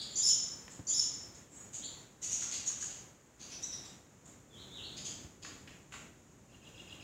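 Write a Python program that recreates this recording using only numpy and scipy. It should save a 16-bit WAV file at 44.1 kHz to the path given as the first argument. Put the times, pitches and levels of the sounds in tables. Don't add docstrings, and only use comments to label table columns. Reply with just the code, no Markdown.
import sys
import numpy as np
from scipy import signal
from scipy.fft import rfft, irfft, next_fast_len
from scipy.io import wavfile
from scipy.ndimage import uniform_filter1d, map_coordinates

SR = 44100
rng = np.random.default_rng(int(sys.argv[2]) if len(sys.argv) > 2 else 0)


def to_wav(sig):
    pcm = np.clip(np.atleast_2d(sig), -1, 1) * 32767
    pcm = np.round(pcm).astype(np.int16)
    wavfile.write(sys.argv[1], SR, pcm.T)


N = 310023
TIME = np.arange(N) / SR


def undb(db):
    return 10 ** (np.asarray(db) / 20)


def unit(x):
    return x / np.sqrt(np.mean(x ** 2) + 1e-20)


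def add(track, start_s, x):
    i = int(start_s * SR)
    x = x[max(-i, 0):max(len(track) - i, 0)]
    track[max(i, 0):max(i, 0) + len(x)] += x


def equalise(x, curve):
    hz, db = np.transpose(curve)
    size = next_fast_len(len(x))
    bin_hz = np.arange(size // 2 + 1) * SR / size
    gain = undb(np.interp(np.log(bin_hz + 1), np.log(hz), db))
    return irfft(rfft(x, size) * gain, size)[:len(x)]


def resonate(x, hz, width_hz):
    b, a = signal.iirpeak(hz, hz / width_hz, fs=SR)
    return signal.lfilter(b, a, signal.lfilter(b, a, x))


def wander(size, rate):
    steps = np.arange(size) * rate / SR
    return map_coordinates(rng.standard_normal(int(steps[-1]) + 2), [steps], order=3, mode="nearest")


# (frequency [Hz], gain [dB])
AIR_EQ = [(15, -19), (25, -59), (33, -7), (119, -2.5), (152, -3), (246, -6), (274, -5), (433, -10.5),
          (614, -13), (684, -14.5), (2060, -19.5), (4750, -28.5), (6920, -19.5), (9810, -36), (15500, -36)]
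# (time [s], gain [dB])
RUMBLE_SWELL = [(0, -0.5), (1.4, -1), (3.4, -1.5), (5.0, 1.5), (6.2, 1.5), (7.03, 1.5)]


def outdoor_bed(rumble_gain_db=-54.5, air_gain_db=-55, hiss_db=-64, crossover_hz=600):
    noise = unit(equalise(rng.standard_normal(N), AIR_EQ))
    rumble = signal.sosfiltfilt(signal.butter(2, crossover_hz, fs=SR, output="sos"), noise)
    air = noise - rumble
    hiss = unit(resonate(rng.standard_normal(N), hz=6900, width_hz=1100))
    swell_db = np.interp(TIME, *np.transpose(RUMBLE_SWELL))
    return undb(rumble_gain_db + swell_db) * rumble + undb(air_gain_db) * air + undb(hiss_db) * hiss


def barn_reverb(send, early_db=-3, tail_db=-2, low_t60=0.79, high_t60=0.47, build_s=0.031, early_s=0.024):
    t = TIME[:SR]
    hz, frame_s, spectrum = signal.stft(rng.standard_normal(SR), SR, nperseg=256)
    t60 = np.interp(hz, [3000, 10000], [low_t60, high_t60])
    decay = np.exp(-np.log(1000) * frame_s / t60[:, None])
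    tail = signal.istft(spectrum * decay, SR)[1][:SR]
    echoes = rng.standard_normal(SR) * (rng.random(SR) < 500 / SR)
    early = echoes * np.exp(-t / early_s)
    build = 1 - np.exp(-t / build_s)
    response = undb(tail_db) * unit(tail * build) + undb(early_db) * unit(early * np.sqrt(build))
    return signal.fftconvolve(send, response / np.sqrt(SR))[:len(send)]


# (time [s], level [dB], centre [Hz], width [Hz], decay [s], direct [dB])
KNOCK_CUES = [(0.68, -51, 1300, 3000, 0.0038, 7), (0.792, -55.5, 140, 335, 0.013, 16),
              (2.42, -48.5, 1360, 1000, 0.01, -1.5), (2.70, -51, 1350, 800, .008, -1.5),
              (2.825, -57, 1660, 800, 0.024, 5), (5.246, -50, 100, 150, 0.007, 13.5),
              (5.449, -39, 1520, 1200, 0.0031, 2.5), (5.675, -41, 2260, 1700, 0.0065, -0.5),
              (5.922, -44.5, 1590, 2700, 0.013, 0), (5.938, -48, 1700, 2570, 0.014, 6.5)]


def knocks():
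    t = TIME[:SR // 5]
    for start_s, db, hz, width_hz, decay_s, direct_db in KNOCK_CUES:
        body = unit(resonate(rng.standard_normal(len(t)), hz, width_hz))
        yield start_s, db, direct_db, body * np.exp(-t / decay_s)


# (frequency [Hz], gain [dB])
OCTAVE_EQ = [(5000, -5), (8500, 5), (10000, 19.5), (10900, 10), (11600, 12), (13500, -8), (15500, -26)]


def whistle(length_s, start_hz, mid_hz, end_hz, bend, octave_db=-26, fade_share=0.12, flutter_db=0):
    u = np.linspace(0, 1, int(length_s * SR))
    glide_hz = mid_hz + (start_hz - mid_hz) * (1 - u) ** bend + (end_hz - mid_hz) * u ** bend
    hz = glide_hz * (1 + .006 * wander(len(u), rate=900))
    phase = 2 * np.pi * np.cumsum(hz) / SR
    push = np.sin(np.pi * u)
    tone = np.sin(phase) + undb(octave_db) * push * equalise(np.sin(2 * phase), OCTAVE_EQ)
    flutter = undb(flutter_db * wander(len(u), rate=190))
    return unit(tone * flutter * signal.windows.tukey(len(u), fade_share))


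# (time [s], level [dB])
FAR_CUES = [(6.512, -62.5), (6.638, -58.5), (6.766, -55.5), (6.893, -55), (7.02, -53)]
# (offset [s], length [s], from [Hz], to [Hz], trim [dB], direct [dB])
FAR_FIGURE = [(-.023, 0.0184, 2934, 2420, 0, -4), (-.012, 0.0197, 5270, 4630, -11, 0),
              (0.001, .02, 4300, 3400, -3.5, -6), (0.011, 0.0143, 3500, 2950, 0.5, -2),
              (.03, 0.0156, 2900, 2760, -3, 8)]


def far_bird():
    for start_s, db in FAR_CUES:
        for offset_s, length_s, from_hz, to_hz, trim_db, direct_db in FAR_FIGURE:
            note = whistle(length_s, from_hz, (from_hz + to_hz) / 2, to_hz,
                           bend=1, octave_db=-45, fade_share=0.35, flutter_db=3)
            yield start_s + offset_s, db + trim_db, direct_db, note


# (time [s], length [s], from [Hz], to [Hz], level [dB])
SLUR_CUES = [(-.06, 0.051, 3200, 4905, -41.5), (-.015, 0.069, 4950, 3087, -53),
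             (1.82, 0.022, 3015, 4700, -44), (4.496, 0.067, 3550, 3050, -55),
             (4.559, 0.04, 3310, 4220, -52), (4.701, 0.052, 3400, 3990, -49.5),
             (4.751, 0.039, 3750, 2630, -48), (4.808, .036, 3130, 4470, -45)]


def slurs(direct_db=-13):
    for start_s, length_s, from_hz, to_hz, db in SLUR_CUES:
        mid_hz = min(from_hz, to_hz) + .62 * abs(to_hz - from_hz)
        yield start_s, db, direct_db, whistle(length_s, from_hz, mid_hz, to_hz, bend=2.03)


# (time [s], length [s], pitch [Hz], level [dB], direct [dB])
CHIP_CUES = [(0.086, .04, 7200, -50, -13.5), (0.995, .008, 5447, -30.5, 6.5), (1.53, .11, 6860, -57, -17),
             (1.741, 0.032, 7130, -45, -1), (1.837, 0.031, 7200, -47.5, 1.5), (2.674, 0.021, 6830, -47, 14),
             (3.545, 0.0385, 5960, -56, 4), (3.635, 0.011, 5990, -44, 4), (3.728, 0.045, 5820, -53, 6)]


def chips():
    for start_s, length_s, hz, db, direct_db in CHIP_CUES:
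        chip = whistle(length_s, .91 * hz, hz, hz, bend=4.9, octave_db=-45, fade_share=0.23)
        yield start_s, db, direct_db, chip


# (frequency [Hz], gain [dB])
BEAK_EQ = [(700, 0), (1400, -5.5), (2500, 8), (3500, 10.5), (5000, 13), (7500, -12), (9000, -6),
           (10300, -1), (11500, -39), (15000, -34)]


def rasp(length_s, start_hz, top_hz, throat_hz, beak_db, roughness, throat_width_hz=1250):
    u = np.linspace(0, 1, int(length_s * SR))
    glide_hz = top_hz + (start_hz - top_hz) * (1 - u) ** 2
    hz = glide_hz * (1 + 0.076 * roughness * wander(len(u), rate=1508))
    phase = 2 * np.pi * np.cumsum(hz) / SR
    overtones = sum(np.cos(k * phase) * (k * hz < SR / 2) for k in range(2, 13))
    pulses = unit(np.cos(phase) / 2 + overtones)
    puffs = unit(rng.standard_normal(len(u)) * (1 + np.cos(phase)))
    breath_share = np.clip(roughness, 0, 1) ** 2
    buzz = np.sqrt(1 - breath_share) * pulses + np.sqrt(breath_share) * puffs
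    flutter = undb(3 * roughness * wander(len(u), rate=600))
    voice = buzz * flutter * signal.windows.tukey(len(u), .8)
    throat = unit(resonate(voice, throat_hz, throat_width_hz))
    beak = unit(equalise(voice, BEAK_EQ))
    return unit(throat + undb(beak_db) * beak)


# (time [s], length [s], top pitch [Hz], throat resonance [Hz],
# level [dB], open beak [dB], roughness [0 pulses, 1 and up all breath])
RASP_CUES = [(0.006, 0.036, 1745, 7200, -48.5, 2, 0.6), (0.691, 0.043, 1700, 7010, -53, -10, 1.05),
             (1.342, 0.023, 1435, 6670, -53, -9, 1.1), (1.478, 0.14, 2010, 7470, -58, -23, 0.5),
             (1.722, 0.055, 1873, 6870, -44.5, -11.5, 0.9), (2.211, .058, 2321, 6580, -38, -11, 1.14),
             (2.295, 0.071, 2232, 6470, -37, -13.5, 0.97), (2.393, 0.066, 1403, 6470, -40.5, -10, 1.2),
             (2.503, 0.067, 3010, 6650, -40.5, -4, 0.86), (2.653, 0.045, 1714, 6560, -37.5, -12.5, 1.05),
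             (2.796, 0.053, 1713, 6700, -40.5, -11.5, 0.98), (2.891, .041, 3100, 6930, -53.5, 0, 0.55),
             (3.385, 0.063, 2366, 6380, -50, -2.5, 0.86), (3.491, 0.067, 2752, 6000, -50.5, 1, 0.76),
             (3.616, 0.041, 2033, 6330, -42, -10, 0.28), (3.714, 0.043, 2016, 5400, -47.5, -2, 0.4),
             (3.842, 0.033, 1965, 7440, -54.5, 2.5, 0.56), (4.252, .019, 1840, 7120, -51.5, -11.5, 0.87),
             (4.959, 0.041, 1778, 6700, -46.5, 1, 0.82), (5.036, 0.056, 1756, 6650, -43.5, -4, 0.66),
             (5.414, 0.05, 2290, 6750, -48, 0.5, 1.2), (5.909, 0.051, 2004, 6900, -53.5, -7, 0.67)]


def twitter_rasps(direct_db=-3):
    for start_s, length_s, top_hz, throat_hz, db, beak_db, roughness in RASP_CUES:
        yield start_s, db, direct_db, rasp(length_s, .81 * top_hz, top_hz, throat_hz, beak_db, roughness)


# (time [s], level [dB], accent on the second syllable [dB])
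ALARM_CUES = [(.154, -31, 3.5), (0.867, -32, -2.5)]
# (offset [s], length [s], start [Hz], middle [Hz], end [Hz], trim [dB],
# bend [exponent], direct [dB])
ALARM_WHISTLES = [(0.001, 0.037, 5220, 7200, 5500, 1.5, 7.1, -8),
                  (0.002, 0.038, 4440, 4880, 5070, -14, 2.2, -4),
                  (0.034, .045, 3140, 3480, 4000, -18.5, 1.7, -3),
                  (.045, .024, 7040, 7000, 4470, -1, 4, -23),
                  (0.074, 0.059, 4583, 5416, 5160, -.5, 8.63, -5),
                  (.111, 0.028, 7160, 7020, 5200, 3, 5.8, -8), (0.122, .022, 4855, 3260, 2870, -16, 2, -14)]
# (offset [s], length [s], trim [dB], open beak [dB])
ALARM_RASPS = [(.003, .06, -18, -4.5), (.09, 0.0488, -14, -9.5)]


def alarm_calls(second_syllable_s=.06, buzz_direct_db=-2):
    for start_s, db, accent_db in ALARM_CUES:
        layers = []
        for offset_s, length_s, start_hz, mid_hz, end_hz, trim_db, bend, direct_db in ALARM_WHISTLES:
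            note = whistle(length_s, start_hz, mid_hz, end_hz, bend, octave_db=-29, fade_share=0.16)
            layers.append((offset_s, trim_db, direct_db, note))
        for offset_s, length_s, trim_db, beak_db in ALARM_RASPS:
            buzz = rasp(length_s, start_hz=1520, top_hz=1740, throat_hz=6650, beak_db=beak_db,
                        roughness=0.95, throat_width_hz=1900)
            layers.append((offset_s, trim_db, buzz_direct_db, buzz))
        for offset_s, trim_db, direct_db, sound in layers:
            level_db = db + trim_db + accent_db * (offset_s > second_syllable_s)
            yield start_s + offset_s, level_db, direct_db, sound


def scene(preroll_s=.1):
    send, direct = np.zeros((2, N + int(preroll_s * SR)))
    for source in (knocks, alarm_calls, slurs, chips, twitter_rasps, far_bird):
        for start_s, db, direct_db, sound in source():
            add(send, start_s + preroll_s, undb(db) * sound)
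            add(direct, start_s + preroll_s, undb(db + direct_db) * sound)
    mix = (direct + barn_reverb(send))[-N:] + outdoor_bed()
    return np.array([mix, mix])


def noise_suppressor(x, threshold_db=-58, knee_db=4, treble_cut_db=11, bass_cut_db=8.5, lag_s=0.03):
    treble = signal.sosfiltfilt(signal.butter(2, 800, "high", fs=SR, output="sos"), x)
    sidechain = signal.sosfiltfilt(signal.butter(2, 1800, "high", fs=SR, output="sos"), x)
    level_db = 10 * np.log10(np.abs(uniform_filter1d(sidechain ** 2, SR // 25)) + 1e-12)
    quiet = .5 - .5 * np.tanh((level_db - threshold_db) / knee_db)
    pole = np.exp(-1 / (lag_s * SR))
    duck = signal.lfilter([1 - pole], [1, -pole], quiet)
    return treble * undb(-treble_cut_db * duck) + (x - treble) * undb(-bass_cut_db * duck)


def record(dry, low_cut_hz=48, high_cut_hz=15750):
    low_cut = signal.butter(4, low_cut_hz, "high", fs=SR, output="sos")
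    high_cut = signal.ellip(10, .2, 70, high_cut_hz, fs=SR, output="sos")
    ducked = noise_suppressor(signal.sosfilt(low_cut, dry))
    return signal.sosfilt(high_cut, ducked)


dry = scene()
out = record(dry)
to_wav(out)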